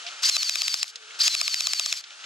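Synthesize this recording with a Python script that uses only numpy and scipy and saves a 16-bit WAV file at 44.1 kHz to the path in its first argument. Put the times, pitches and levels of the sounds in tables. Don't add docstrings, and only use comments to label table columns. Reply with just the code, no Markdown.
import sys
import numpy as np
from scipy import signal
from scipy.fft import rfft, irfft
from scipy.io import wavfile
from scipy.ndimage import uniform_filter1d

SR = 44100
rng = np.random.default_rng(int(sys.argv[2]) if len(sys.argv) > 2 else 0)


def transcribe(u):
    v = np.clip(np.atleast_2d(u).T, -1, 1)
    q = np.round(v * 32767).astype(np.int16)
    wavfile.write(sys.argv[1], SR, q)


def gain_from_decibels(decibels):
    exponent = np.asarray(decibels, float) / 20
    return 10 ** exponent


N = 99225
T = np.arange(N) / SR
HZ = np.maximum(np.arange(N // 2 + 1) * SR / N, 10)

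# [t/s at which the piston stops, relative level/dB]
SLAM_TIMES = [(0.2981, -6), (0.3677, -8), (0.432, -10.5), (0.496, -10.5), (0.558, -10.5), (0.6201, -10),
              (0.6823, -10.5), (0.7432, -8.5), (0.8314, -9.5), (1.2809, -4.5), (1.3513, -8.5),
              (1.415, -8.5), (1.4806, -10), (1.5444, -9.5), (1.6083, -9.5), (1.6716, -8.5), (1.7354, -9.5),
              (1.7976, -7.5), (1.8621, -11), (1.9279, -9.5)]
HOUSING_HZ = 4800
PICKUP_S = .011


def rms_one(x):
    return x / np.sqrt(np.mean(x ** 2) + 1e-20)


def at_hz(points):
    hz, value = np.transpose(points)
    return np.interp(np.log(HZ), np.log(np.maximum(hz, 10)), value)


def drift(rate):
    pole = np.exp(-2 * np.pi * rate / SR)
    noise = rng.standard_normal(N + SR)
    return rms_one(signal.lfilter([1], [1, -2 * pole, pole * pole], noise)[SR:])


def coloured(spectrum, white):
    return rms_one(irfft(rfft(white) * gain_from_decibels(at_hz(spectrum)), N))


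def ports(shared, unshared, likeness):
    # [f/Hz, left over right/dB]
    tilt = [(60, -6), (380, 0.5), (2380, 0), (15000, 4)]
    # [f/Hz, lead of the left/rad]
    lead = [(0, 6.5), (1980, -1.76), (5860, 1.04), (9130, -2.5), (13800, -5.5), (16400, 16)]
    alike = np.clip(likeness, 0, 1)
    half = gain_from_decibels(at_hz(tilt) / 2) * np.exp(.5j * at_hz(lead))
    mid = np.sqrt((1 + alike) / 2) * rfft(shared)
    side = np.sqrt((1 - alike) / 2) * rfft(unshared)
    return np.array([irfft((mid + side) * half, N), irfft((mid - side) / half, N)])


def hiss():
    # [f/Hz, relative level per Hz/dB]
    spectrum = [(60, -62), (230, -19.5), (417, -14.5), (822, -9.5), (1010, -12), (1340, 1), (2000, -6),
                (2840, -1), (6740, -7), (9570, -17.5), (16000, -57)]
    return [gain_from_decibels(-40 + drift(21)) * coloured(spectrum, rng.standard_normal(N)) for _ in range(2)]


def hoots():
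    # [t/s, length/s, f/Hz, relative level/dB]
    table = [(0.034, 0.072, 704, -43), (0.89, 0.29, 443, -52.5)]
    out = np.zeros(N)
    for s, length, hz, db in table:
        envelope = np.sin(np.pi * np.clip((T - s) / length, 0, 1))
        phase = 2 * np.pi * np.cumsum(hz + 18 * drift(43)) / SR
        out += gain_from_decibels(db + 2 * drift(30)) * envelope * np.sin(phase)
    return out


def background():
    # [f/Hz, likeness 0-1]
    likeness = [(60, 0), (380, 0.71), (2380, 1), (15000, 0)]
    shared, unshared = hiss()
    return ports(shared + hoots(), unshared, at_hz(likeness))


def ticks():
    # [t/s, relative level/dB, centre f/Hz, t60/s]
    table = [(0.0647, -31.5, 4150, 0.11), (0.081, -34.5, 3900, 0.072), (0.8795, -18.5, 6000, 0.015),
             (0.9567, -18.5, 4900, 0.029), (1.1067, -32, 2870, 0.024), (1.9435, -24, 5500, 0.012),
             (2.0388, -27, 3940, 0.052), (2.1053, -30.5, 3580, 0.018), (2.2404, -34, 3880, 0.032)]
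    attack_s = 0.00096
    out = np.zeros((2, N))
    for s, db, hz, t60 in table:
        band = signal.butter(3, [hz / 1.8, hz * 1.35], "band", fs=SR, output="sos")
        a, b = rng.standard_normal((2, N))
        noise = rms_one(signal.sosfilt(band, [a + .4 * b, a - .4 * b]))
        decay = gain_from_decibels(db + 1.5 - 60 * np.maximum(T - s, 0) / t60)
        out += noise * (T >= s) * decay * np.clip((T - s) / attack_s, 0, 1)
    return out


def whine(hz, level_db, orders, best_hz=HOUSING_HZ, octaves=.36, wobble_db=3):
    away_db = -20
    out, hz = 0, hz + 18 * drift(235)
    for k, db in orders:
        distance = np.log2(np.maximum(k * hz, 50) / best_hz) / octaves
        shell = away_db * (1 - np.exp(-distance ** 2))
        out = out + gain_from_decibels(db + shell + wobble_db * drift(118)) * np.sin(2 * np.pi * np.cumsum(k * hz) / SR)
    return np.sqrt(2) * gain_from_decibels(level_db) * out


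def glide(rows, orders, **shell):
    s, hz, tone_db, rattle_db = np.transpose(rows)
    on = (T >= s[0]) & (T < s[-1])
    tones = on * whine(np.interp(T, s, hz), np.interp(T, s, tone_db), orders, **shell)
    return on, on * gain_from_decibels(np.interp(T, s, rattle_db)), tones


def spin_ups():
    # [t/s, pinion whine f/Hz, relative whine level/dB, relative rattle level/dB]
    bursts = [
        [(.222, 1514, -69, -53), (.234, 2127, -35, -33.5), (.245, 3336, -23.5, -36.5), (.258, 4746, -29, -24.5),
         (.27, 5700, -37, -28), (.295, 6940, -19, -24)],
        [(1.19, 1299, -55, -45), (1.206, 3013, -27.5, -41.5), (1.216, 3900, -28, -29),
         (1.226, 4930, -27, -34.5), (1.237, 5675, -45, -24), (1.253, 6400, -22.5, -27),
         (1.279, 6900, -21, -23.5)],
    ]
    # [multiple of its whine pitch, relative level/dB]
    orders = [(1, 2.5), (.5, 0), (1.5, -2)]
    return [glide(rows, orders, best_hz=4850, octaves=.45) for rows in bursts]


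def run_downs():
    # [t/s, gear mesh f/Hz, relative whine level/dB, relative rattle level/dB]
    bursts = [
        [(.745, 4730, -67, -33), (.756, 4550, -40, -41), (.78, 3700, -40, -36), (.797, 3290, -52, -36),
         (.812, 2330, -39.5, -43), (.828, 1800, -39, -38), (.84, 1480, -74, -46.5), (.899, 805, -81, -44),
         (.915, 700, -74, -56)],
        [(1.865, 4600, -55, -39), (1.875, 4550, -40, -37), (1.898, 4355, -38, -35.5), (1.92, 3548, -36.5, -38),
         (1.957, 3386, -43, -41), (1.975, 2470, -43, -35.5), (2.0, 1915, -45, -45), (2.012, 1610, -70, -43.5)],
    ]
    # [multiple of the mesh pitch, relative level/dB]
    orders = [(1, 4), (1.62, 4), (2.15, 3)]
    return [glide(rows, orders) for rows in bursts]


def powered_strokes():
    bursts = [(0, 7), (9, 9)]
    mesh = [4570, 4500]
    let_go_s = .005
    hz, rattle, tone = np.full(N, float(HOUSING_HZ)), np.zeros(N), np.zeros(N)
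    for (first, strokes), mesh_hz in zip(bursts, mesh):
        for k in range(strokes):
            s, end = SLAM_TIMES[first + k][0], SLAM_TIMES[first + k + 1][0]
            early = .38 ** k
            on = (T >= s) & (T < end)
            loaded = T >= s + PICKUP_S + .003 * early
            t = T - (s + PICKUP_S + end) / 2
            pull_db = 26 * t * (1 + 2 * early)
            stroke_db = np.where(loaded & (T < end - let_go_s / 2), pull_db, -5)
            level = on * gain_from_decibels(-35 + 5 * early + stroke_db)
            rattle += level
            tone += level * loaded * (T < end - let_go_s)
            sag = 11000 * (1 - .45 * early) * t
            hz[on] = (mesh_hz - 420 * early - sag)[on]
    tone = uniform_filter1d(tone, size=90)
    return rattle, tone * whine(hz, 0, [(1, 0)], octaves=np.inf, wobble_db=1.8)


def rattle_noise():
    struck = rng.random((2, N)) < 4000 / SR
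    strength = gain_from_decibels(2.5 * np.minimum(rng.exponential(1, (2, N)), 4))
    grains = struck * strength * rng.choice([-1, 1], (2, N))
    return rms_one(grains) + rng.standard_normal((2, N))


def motor():
    # [f/Hz, relative level per Hz/dB]
    spectrum = [(150, -75), (1290, -19.5), (4080, -9.5), (4490, -5.5), (7320, -12), (9080, -17.5),
                (12700, -23), (16000, -77)]
    rattle, tones = powered_strokes()
    ring = np.full(N, gain_from_decibels(-20))
    starts = spin_ups()
    for on, _, _ in starts:
        ring[on] = gain_from_decibels(-8)
    for _, envelope, whines in starts + run_downs():
        rattle += envelope
        tones += whines
    noise = rattle_noise()
    peak = signal.iirpeak(HOUSING_HZ, HOUSING_HZ / 110, SR)
    shell = rms_one(signal.lfilter(*peak, noise[0]))
    shared, unshared = (coloured(spectrum, part) * rattle for part in noise)
    return shared + shell * ring * rattle + tones, unshared


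def slams():
    # [f/Hz, swell before the stop/s, relative level/dB]
    mode_table = [(2565, 0.0035, -8.5), (3335, 0.0045, -13), (3900, 0.0018, -3), (4880, .0016, -4.5),
                  (5335, 0.0014, 1.5), (6690, 0.0024, -7), (7180, 0.0017, -8)]
    # [f/Hz, relative level per Hz/dB]
    air_spectrum = [(300, -50), (1510, -5.5), (2480, 1), (3030, -0.5), (5160, -20), (6000, -11.5),
                    (6960, -4), (9240, -4), (16000, -26)]
    # [f/Hz, relative level/dB, t60/s]
    thuds = [(1216, -23, 0.018), (682, -29, 0.018)]
    t = np.arange(-SR // 200, SR // 20) / SR
    tail = (t >= 0) * gain_from_decibels(-10 - 60 * t / .016) * np.clip(t / .001, .3, 1)

    def swell(rise_s):
        rise = (t < 0) * np.sqrt(np.clip(1 + t / rise_s, 0, 1))
        return uniform_filter1d(rise + tail, size=10)

    pickup = (t > PICKUP_S) * gain_from_decibels(-20 - 60 * (t - PICKUP_S) / 0.0042)
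    rush = gain_from_decibels(-11) * swell(.003) ** 2
    after = np.maximum(t - 0.00136, 0)
    thud = sum(gain_from_decibels(db - 60 * after / t60) * np.sin(2 * np.pi * hz * after) for hz, db, t60 in thuds)
    out = np.zeros((2, N))
    for part in out:
        air = coloured(air_spectrum, rng.standard_normal(N))
        for s, db in SLAM_TIMES:
            i = int((s + t[0]) * SR)
            span = slice(i, i + len(t))
            modes = 0
            for hz, rise_s, mode_db in mode_table:
                phase, off = rng.random(2)
                mode_hz = hz * (1 + .04 * (off - .5))
                modes = modes + gain_from_decibels(mode_db) * swell(rise_s) * np.sin(2 * np.pi * (mode_hz * t + phase))
            puff = (rush + pickup) * air[span]
            uneven = 2 * rng.random()
            part[span] += gain_from_decibels(db) * (gain_from_decibels(-6.5) * modes + puff + uneven * thud)
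    return out


def scene():
    low_cut = signal.butter(4, 670, "high", fs=SR, output="sos")
    shared, unshared = signal.sosfilt(low_cut, np.array(motor()) + slams())
    gun = gain_from_decibels(14) * ports(shared, unshared, 0.84)
    return gun + ticks() + background()


def roll_off(x):
    return signal.sosfilt(signal.butter(12, 16820, fs=SR, output="sos"), x)


def record(dry):
    threshold_db, share = -28.5, 0.48
    fall = 70 * T
    lag_s, top = 0.0081, .5
    level = 10 * np.log10(uniform_filter1d(np.mean(dry ** 2, axis=0), size=88) + 1e-12)
    held = np.maximum.accumulate(level + fall) - fall
    pole = np.exp(-1 / (lag_s * SR))
    cut_db = signal.lfilter([1 - pole], [1, -pole], share * np.maximum(held - threshold_db, 0))
    rounded = top * np.tanh(dry * gain_from_decibels(-cut_db) / top)
    band = signal.butter(1, [300, 13000], "band", fs=SR)
    return roll_off(signal.lfilter(*band, rounded))


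dry = scene()
out = record(dry)
transcribe(out)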